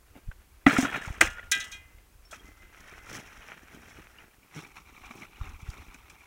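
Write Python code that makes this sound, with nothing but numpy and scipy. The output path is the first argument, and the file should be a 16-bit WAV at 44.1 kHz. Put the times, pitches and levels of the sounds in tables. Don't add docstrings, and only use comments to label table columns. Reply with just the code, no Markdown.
import sys
import numpy as np
from scipy import signal
from scipy.fft import rfft, irfft
from scipy.io import wavfile
from scipy.ndimage import uniform_filter1d

SR = 44100
rng = np.random.default_rng(int(sys.argv[2]) if len(sys.argv) > 2 else 0)


def store_wav(level_fs):
    pcm = np.round(np.clip(np.atleast_2d(level_fs), -1, 1) * 32767)
    wavfile.write(sys.argv[1], SR, pcm.T.astype(np.int16))


N = 276066

# (frequency [Hz], relative density [dB per Hz])
BASKET_NEAR_SPECTRUM = [(420, -8.5), (1080, -7), (1350, -1.5), (2470, -4), (3200, -14.5), (4700, -32)]
BASKET_FAR_SPECTRUM = [(610, -32), (744, 1), (1300, 4.5), (1740, -7), (2320, 7), (3100, -8), (3800, -8.5),
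                       (4400, -14)]
SAND_SPECTRUM = [(3000, 7), (4600, -1.5), (5350, 8.5), (6400, 9), (10100, -0.5), (11000, -9.5),
                 (16000, -6.5)]
SCRAPE_SPECTRUM = [(3000, 4), (4600, -6.5), (5600, 7), (8000, -4), (9600, -9), (10300, -2), (11200, -17),
                   (16000, -10)]
RUMBLE_SPECTRUM = [(90, -1.5), (257, -1), (429, -5.5), (500, -14), (900, -12)]
WIND_SPECTRUM = [(15, -4.5), (43, -1.5), (62, -1.5), (86, -6), (155, -30), (400, -65.5)]
AIR_SPECTRUM = [(100, 1.5), (163, -5), (389, -3.5), (600, -10), (1130, -9), (1800, -17), (2320, -12.5),
                (3540, -16.5), (16000, -16.5)]

# (time [s], power share of the far rattle [0-1])
FAR_SHARE = [(4.3, 0), (4.6, 1)]
# (time [s], rattle level [dB])
ROLL_LEVELS = [(0.0, -70), (2.2, -72), (2.68, -62.5), (2.85, -53), (3.38, -54), (3.62, -59), (4.18, -60.5),
               (4.3, -70), (4.48, -68), (4.68, -59.5), (4.86, -63), (5.05, -53.5), (5.31, -59),
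               (5.62, -55.5), (5.9, -61.5), (6.26, -59)]
# (middle [s], half-length [s], rattle [dB], grit [dB], rumble [dB])
LURCHES = [(0.17, 0.021, -59, -83, -49.5), (0.817, 0.04, -36, -40, -58), (0.873, 0.034, -36.5, -67, -41),
           (0.956, 0.033, -36.5, -56.5, -43), (1.054, 0.14, -47, -57.5, -52.5),
           (1.667, 0.062, -58, -58.5, -71), (2.346, 0.028, -49.5, -58, -59),
           (2.437, 0.084, -61.5, -66.5, -57.5), (3.148, 0.059, -47.5, -49, -46.5),
           (3.514, 0.035, -49.5, -65, -58), (3.745, 0.06, -57.5, -65, -50.5),
           (3.882, 0.075, -58.5, -63, -60), (3.977, 0.04, -54, -67, -57), (4.208, 0.051, -57, -82, -59),
           (4.598, 0.063, -48.5, -55.5, -50), (4.777, 0.027, -50, -61, -57),
           (5.2, 0.069, -56, -62.5, -52.5), (5.466, 0.065, -50.5, -63, -52), (5.771, 0.12, -55, -64, -54.5)]
# (time [s], rattle [dB], grit [dB], rumble [dB], settling rattle [dB])
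BLOWS = [(0.663, -20.5, -66, -26.5, -29.5), (1.208, -20, -26.5, -33.5, -44.5), (1.514, -69, -31, -76, -47)]
# (middle [s], half-length [s], thump [dB], grit [dB], mean slip rate [1/s])
JUDDERS = [(3.159, 0.019, -45.5, -53, 100), (4.578, 0.021, -41.5, -58, 155)]
# (time [s], strike level [dB], pitch [Hz])
TAPS = [(0.314, -28, 1530), (0.665, 2.5, 1966), (0.665, -1.5, 1320), (0.708, -6, 1400),
        (0.7654, -3.5, 1387), (0.783, -11.5, 2090), (0.851, -8.5, 1390), (0.858, -15, 1430),
        (0.927, -16, 1390), (0.946, -9.5, 1450), (0.962, -16, 1740), (1.02, -21, 1800), (1.049, -20, 1430),
        (1.082, -24, 860), (1.211, 1, 1573), (1.211, 5.5, 1990), (1.271, -13.5, 2010), (1.372, -27, 1780),
        (1.383, -22, 1460), (1.393, -21.5, 1950), (1.428, -28.5, 1740), (1.983, -40.5, 2070),
        (2.326, -27, 640), (2.331, -24.5, 1345), (3.067, -30.5, 1380), (4.185, -31.5, 2850),
        (4.647, -32, 2380), (4.872, -36, 2400), (5.055, -40, 2240), (5.109, -26.5, 2280),
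        (5.109, -27.5, 1150), (5.219, -30, 2300), (5.232, -28.5, 2150), (5.411, -27.5, 1180),
        (5.733, -34, 1390), (5.944, -30.5, 2420), (6.099, -32.5, 2400)]
# (time [s], level [dB], t60 [s])
SNAPS = [(0.706, -45, .12), (0.761, -38, 0.051), (0.779, -30, 0.081), (0.829, -35.5, 0.075),
         (1.2098, -14.5, 0.034), (1.5152, -17, 0.059), (1.599, -37, 0.1), (1.6405, -40.5, 0.066),
         (1.715, -44.5, 0.17), (2.3099, -46, 0.15), (2.803, -50, 0.043), (5.7005, -46, 0.036),
         (5.9417, -50, 0.059), (6.097, -50, 0.063)]
# (time [s], peak [dB])
CLICKS = [(2.747, -36), (3.535, -37), (3.594, -40), (4.071, -35.5), (4.555, -37), (5.372, -41)]
# (time [s], strike level [dB], pitch [Hz])
KNOCKS = [(0.154, -41, 274), (0.666, -2, 279.5), (0.677, -15.5, 224), (0.786, -9.5, 260.6),
          (0.83, -17.5, 264), (0.848, -22.5, 274), (1.22, -20.5, 328), (2.484, -47.5, 294),
          (5.106, -41, 237)]
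# (multiple of the pitch, relative level [dB], t60 [s])
BUCKET_MODES = [(1, -0.5, 0.075), (2.201, -17.5, 0.047), (2.648, -10, 0.039)]
# (time [s], level at 2 kHz [dB], hardness [dB per octave])
CLANGS = [(0.665, -41, -20), (1.518, -23.5, 4), (1.603, -38.5, 7.5), (1.72, -48.5, 10)]
# (frequency [Hz], relative level [dB], t60 [s])
FRAME_RODS = [(1282, -14, .52), (1418, -18, .6), (1566, -10, .25), (1604, 0, .34), (1728, -16, .4),
              (1916, -18, .4), (1986, 0, .31), (2326, -6, .09), (2428, -5, .25), (2552, -10, .2),
              (2735, -15, .36), (2881, -21, .5), (3154, -13, .28), (3277, -17, .35), (3379, -8, .18),
              (3784, -7, .17), (3898, -11, .09), (4204, -17, .15), (5986, -13, .1), (6438, -13, .07)]
# (time [s], level [dB])
JOLTS = [(1.517, -45), (1.74, -48), (2.447, -55), (2.597, -56), (2.99, -53)]
# (time [s], strike level [dB], pitch [Hz], t60 [s])
PINGS = [(1.211, -8.5, 8300, 0.011), (1.225, -42.5, 1418, 0.95), (1.724, -40, 2450, 0.27),
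         (2.252, -52.5, 5420, 0.12), (1.731, -42, 3240, 0.18), (2.312, -49, 3320, 0.11),
         (2.396, -50.5, 3250, 0.075), (5.425, -54, 3710, 0.1), (5.702, -35, 4770, 0.0083)]
# (time [s], level [dB])
WIND_LEVELS = [(0.0, -58.5), (0.3, -57.5), (1.1, -59), (1.25, -42), (1.55, -56), (3.3, -57), (3.55, -65),
               (3.95, -55), (4.35, -67.5), (4.95, -57.5), (5.3, -65), (5.45, -50), (5.8, -51.5),
               (6.26, -66)]
# (time [s], size [dB], length [s])
DIPS = [(0.281, -28, 0.0058), (0.288, -24.5, 0.0026), (1.078, -25, 0.0021), (1.107, -22.5, 0.0028),
        (5.632, -31, 0.0025), (5.691, -23, 0.0029)]
# (time [s], size [dB], length [s])
BUMP = (5.416, -21.5, 0.00326)

GRIT_DB, RUMBLE_DB = -11, -7
BLOW_RISE_S, BLOW_T60_S, SETTLE_T60_S = 0.0011, 0.2, 0.98
LURCH_EDGE = 2
CLUMP_S, CLUMP_DB = 0.014, 2.2
CRACKLE_PER_S, CRACKLE_DB = 150, -9.5
RODS_DB = -10.5
RODS_EVEN = 0.3
UPPER_MULTIPLE, UPPER_DB = 1.7, -14
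SHAKE_DB = -12
HANDLE_HZ = 2052
MESH_LOW_HZ, MESH_HIGH_HZ, MESH_DB, MESH_T60_S = 1700, 4600, -15, 0.2
AIR_DB = -65
EDGE_HZ = 15850


def amp(db):
    return 10 ** (np.asarray(db) / 20)


def evened(x):
    return x / np.sqrt(np.mean(x ** 2) + 1e-20)


def add(mix, start_s, sound):
    part = mix[round(start_s * SR):][:len(sound)]
    part += sound[:len(part)]


def curve(rows, column):
    rows = np.array(rows)
    return np.interp(np.arange(N) / SR, rows[:, 0], rows[:, column])


def coloured(x, spectrum):
    f, db = np.transpose(spectrum)
    hz = np.fft.rfftfreq(len(x), 1 / SR)
    gain_db = np.interp(np.log(hz + 1), np.log(f + 1), db, db[0] - 36.0, db[-1] - 22.0)
    return evened(irfft(rfft(x) * amp(gain_db), len(x)))


def ring(hz, t60_s, rise_s):
    t = np.arange(int(t60_s * SR)) / SR
    return (1 - np.exp(-t / rise_s)) * amp(-60 * t / t60_s) * np.sin(2 * np.pi * hz * t)


def contact_sizes(per_s, spread_db):
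    size = amp(spread_db * np.minimum(rng.exponential(1, N), 4))
    return size * (rng.random(N) < per_s / SR)


def grains(per_s, spread_db, hiss):
    decay = np.exp(-1 / (0.0031 * SR))
    bursts = signal.lfilter([1], [1, -decay], contact_sizes(per_s, spread_db))
    return rng.standard_normal(N) * (evened(bursts) + hiss)


def rolling():
    far_share = curve(FAR_SHARE, column=1)
    rattle_gain, grit_gain, rumble_gain = movement()
    contacts = grains(600, 6.2, 0.18)
    load = evened(contacts) + 0.6 * ribs(1500, 3.2, 0.025)
    near = np.sqrt(1 - far_share) * coloured(load, BASKET_NEAR_SPECTRUM)
    far = np.sqrt(far_share) * coloured(load, BASKET_FAR_SPECTRUM)
    rattle = near + far + crackle()

    sand = grains(400, 3.5, 0.34)
    on_soil = np.arange(N) > ROLL_LEVELS[1][0] * SR
    grit = np.where(on_soil, coloured(sand, SCRAPE_SPECTRUM), coloured(sand, SAND_SPECTRUM))
    rumble = coloured(0.55 * contacts + grains(92, 4.1, 0.22), RUMBLE_SPECTRUM)
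    rod_drive = (1 - far_share) * rattle_gain * evened(contacts)
    return rattle_gain * rattle + grit_gain * grit + rumble_gain * rumble + rods(rod_drive)


def movement():
    t = np.arange(N) / SR
    usual = amp([[0], [GRIT_DB], [RUMBLE_DB]])
    power = (usual * amp(curve(ROLL_LEVELS, column=1)) * clumps()) ** 2
    for middle_s, length_s, *db in LURCHES:
        swell = np.exp(-2 * abs((t - middle_s) / length_s) ** LURCH_EDGE)
        power = power + amp(db)[:, None] ** 2 * swell
    for start_s, *db, settle_db in BLOWS:
        since_s = np.maximum(t - start_s, 0)
        rise = np.minimum(since_s / BLOW_RISE_S, 1)
        blow = amp(db)[:, None] * amp(-60 * since_s / BLOW_T60_S)
        settling = usual * amp(settle_db - 60 * since_s / SETTLE_T60_S)
        power = power + rise ** 2 * (blow ** 2 + settling ** 2)
    return np.sqrt(power)


def clumps():
    size = round(CLUMP_S * SR)
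    smooth = uniform_filter1d(uniform_filter1d(rng.standard_normal(N), size), size)
    return evened(amp(CLUMP_DB * evened(smooth)))


def ribs(per_s, spread_db, t60_s):
    size = contact_sizes(per_s, spread_db)
    pitches_hz = np.geomspace(600, 4200, 28)
    struck = rng.integers(0, len(pitches_hz), N)
    out = np.zeros(N)
    for k, hz in enumerate(pitches_hz):
        rib = np.sqrt(hz) * ring(hz, t60_s, 0.000047)
        out += signal.oaconvolve(size * (struck == k), rib)[:N]
    return evened(out)


def crackle():
    size = rng.laplace(0, 1, N) * (rng.random(N) < CRACKLE_PER_S / SR)
    return amp(CRACKLE_DB) * evened(signal.oaconvolve(size, click(), "same"))


def click():
    pulse = coloured(signal.unit_impulse(512, "mid"), BASKET_NEAR_SPECTRUM) * np.hanning(512)
    return pulse / abs(pulse).max()


def rods(contacts):
    reply = np.zeros(SR)
    for hz, db, t60_s in FRAME_RODS:
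        add(reply, 0, amp(RODS_EVEN * db) * ring(hz, t60_s, 0.0013))
    return amp(RODS_DB) * signal.oaconvolve(contacts, reply / np.linalg.norm(reply))[:N]


def judder():
    t, out = np.arange(N) / SR, np.zeros(N)
    uneven = 1 + 2.1 * uniform_filter1d(rng.standard_normal(N), 400)
    sand = coloured(rng.standard_normal(N), SCRAPE_SPECTRUM)
    for middle_s, length_s, thump_db, grit_db, per_s in JUDDERS:
        phase = np.cumsum(per_s * uneven) / SR % 1
        slips = np.exp(-phase / 0.35)
        thump = amp(thump_db) * coloured(slips, RUMBLE_SPECTRUM)
        spray = amp(grit_db) * evened(slips) * sand
        out += np.exp(-((t - middle_s) / length_s) ** 2) * (thump + spray)
    return out


def taps():
    out, t = np.zeros(N), np.arange(2000) / SR
    shake_envelope = (1 - np.exp(-t / 0.0026)) * amp(-60 * t / 0.028)
    for start_s, db, hz in TAPS:
        shake = shake_envelope * coloured(rng.standard_normal(len(t)), BASKET_NEAR_SPECTRUM)
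        add(out, start_s, amp(db) * ring(hz, 0.017, 0.0028))
        add(out, start_s, amp(db + UPPER_DB) * ring(hz * UPPER_MULTIPLE, 0.013, 0.0026))
        add(out, start_s, amp(db + SHAKE_DB) * shake)
    return out


def bucket():
    out = np.zeros(N)
    for start_s, db, hz in KNOCKS:
        for multiple, mode_db, t60_s in BUCKET_MODES:
            add(out, start_s, amp(db + mode_db) * ring(hz * multiple, t60_s, 0.00041))
    return out


def frame():
    out, t = np.zeros(N), np.arange(1500) / SR
    for start_s, db, hard_db in CLANGS:
        for hz, mode_db, t60_s in FRAME_RODS:
            scatter = 0.02 * rng.standard_normal(len(t)) * amp(-60 * t / 0.04)
            scatter[0] = 1
            level_db = db + mode_db + hard_db * np.log2(hz / 2000)
            add(out, start_s, amp(level_db) * signal.oaconvolve(ring(hz, t60_s, 0.00079), scatter))
    return out


def handle():
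    out = np.zeros(N)
    for start_s, db in JOLTS:
        add(out, start_s, amp(db) * ring(HANDLE_HZ, 0.65, 0.004))
    return out


def mesh():
    out = np.zeros(N)
    wires = rng.random((80, 2 + len(CLANGS)))
    for k, (start_s, db, hard_db) in enumerate(CLANGS):
        for place, damping, *shares in wires:
            share = shares[k]
            hz = MESH_LOW_HZ + place * (MESH_HIGH_HZ - MESH_LOW_HZ)
            level_db = db + MESH_DB + hard_db * np.log2(hz / 2000)
            gain = share * (1 - place ** 2) * amp(level_db)
            t60_s = MESH_T60_S * (0.5 + damping) * (1 - place / 2)
            add(out, start_s + 0.0082 * share, gain * ring(hz, t60_s, 0.0011))
    return out


def pings():
    out = np.zeros(N)
    for start_s, db, hz, t60_s in PINGS:
        add(out, start_s, amp(db) * ring(hz, t60_s, 0.00073))
    return out


def snaps():
    out, t = np.zeros(N), np.arange(8000) / SR
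    for start_s, db, t60_s in SNAPS:
        envelope = amp(db - 60 * t / t60_s) * (1 - np.exp(-t / 0.0013))
        add(out, start_s, envelope * coloured(rng.standard_normal(len(t)), SAND_SPECTRUM))
    return out


def clicks():
    out = np.zeros(N)
    for peak_s, db in CLICKS:
        add(out, peak_s - 256 / SR, amp(db) * click())
    return out


def wind():
    out = amp(curve(WIND_LEVELS, column=1)) * coloured(grains(140, 1.8, 0.35), WIND_SPECTRUM)
    dips = np.zeros(N)
    add(out, *eddy(*BUMP))
    for row in DIPS:
        add(dips, *eddy(*row))
    return out - dips


def eddy(middle_s, db, length_s):
    u = np.arange(-4 * length_s, 8 * length_s, 1 / SR) / length_s
    push = np.exp(-u ** 2)
    swing_back = 0.35 * np.exp(-((u - 1.2) / 3) ** 2)
    return middle_s - 4 * length_s, amp(db) * (push - swing_back)


def air():
    return amp(AIR_DB) * coloured(rng.standard_normal(N), AIR_SPECTRUM)


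def scene():
    roller = rolling() + judder()
    struck = taps() + bucket() + frame() + handle() + mesh() + pings()
    debris = snaps() + clicks()
    return (roller + struck + debris + wind() + air())[None]


def record(dry):
    rounded = 1.1 * np.tanh(dry / 1.1)
    low_pass = signal.firwin(1023, EDGE_HZ, window=("kaiser", 9), fs=SR)
    return signal.oaconvolve(rounded, low_pass[None], "same")


dry = scene()
out = record(dry)
store_wav(out)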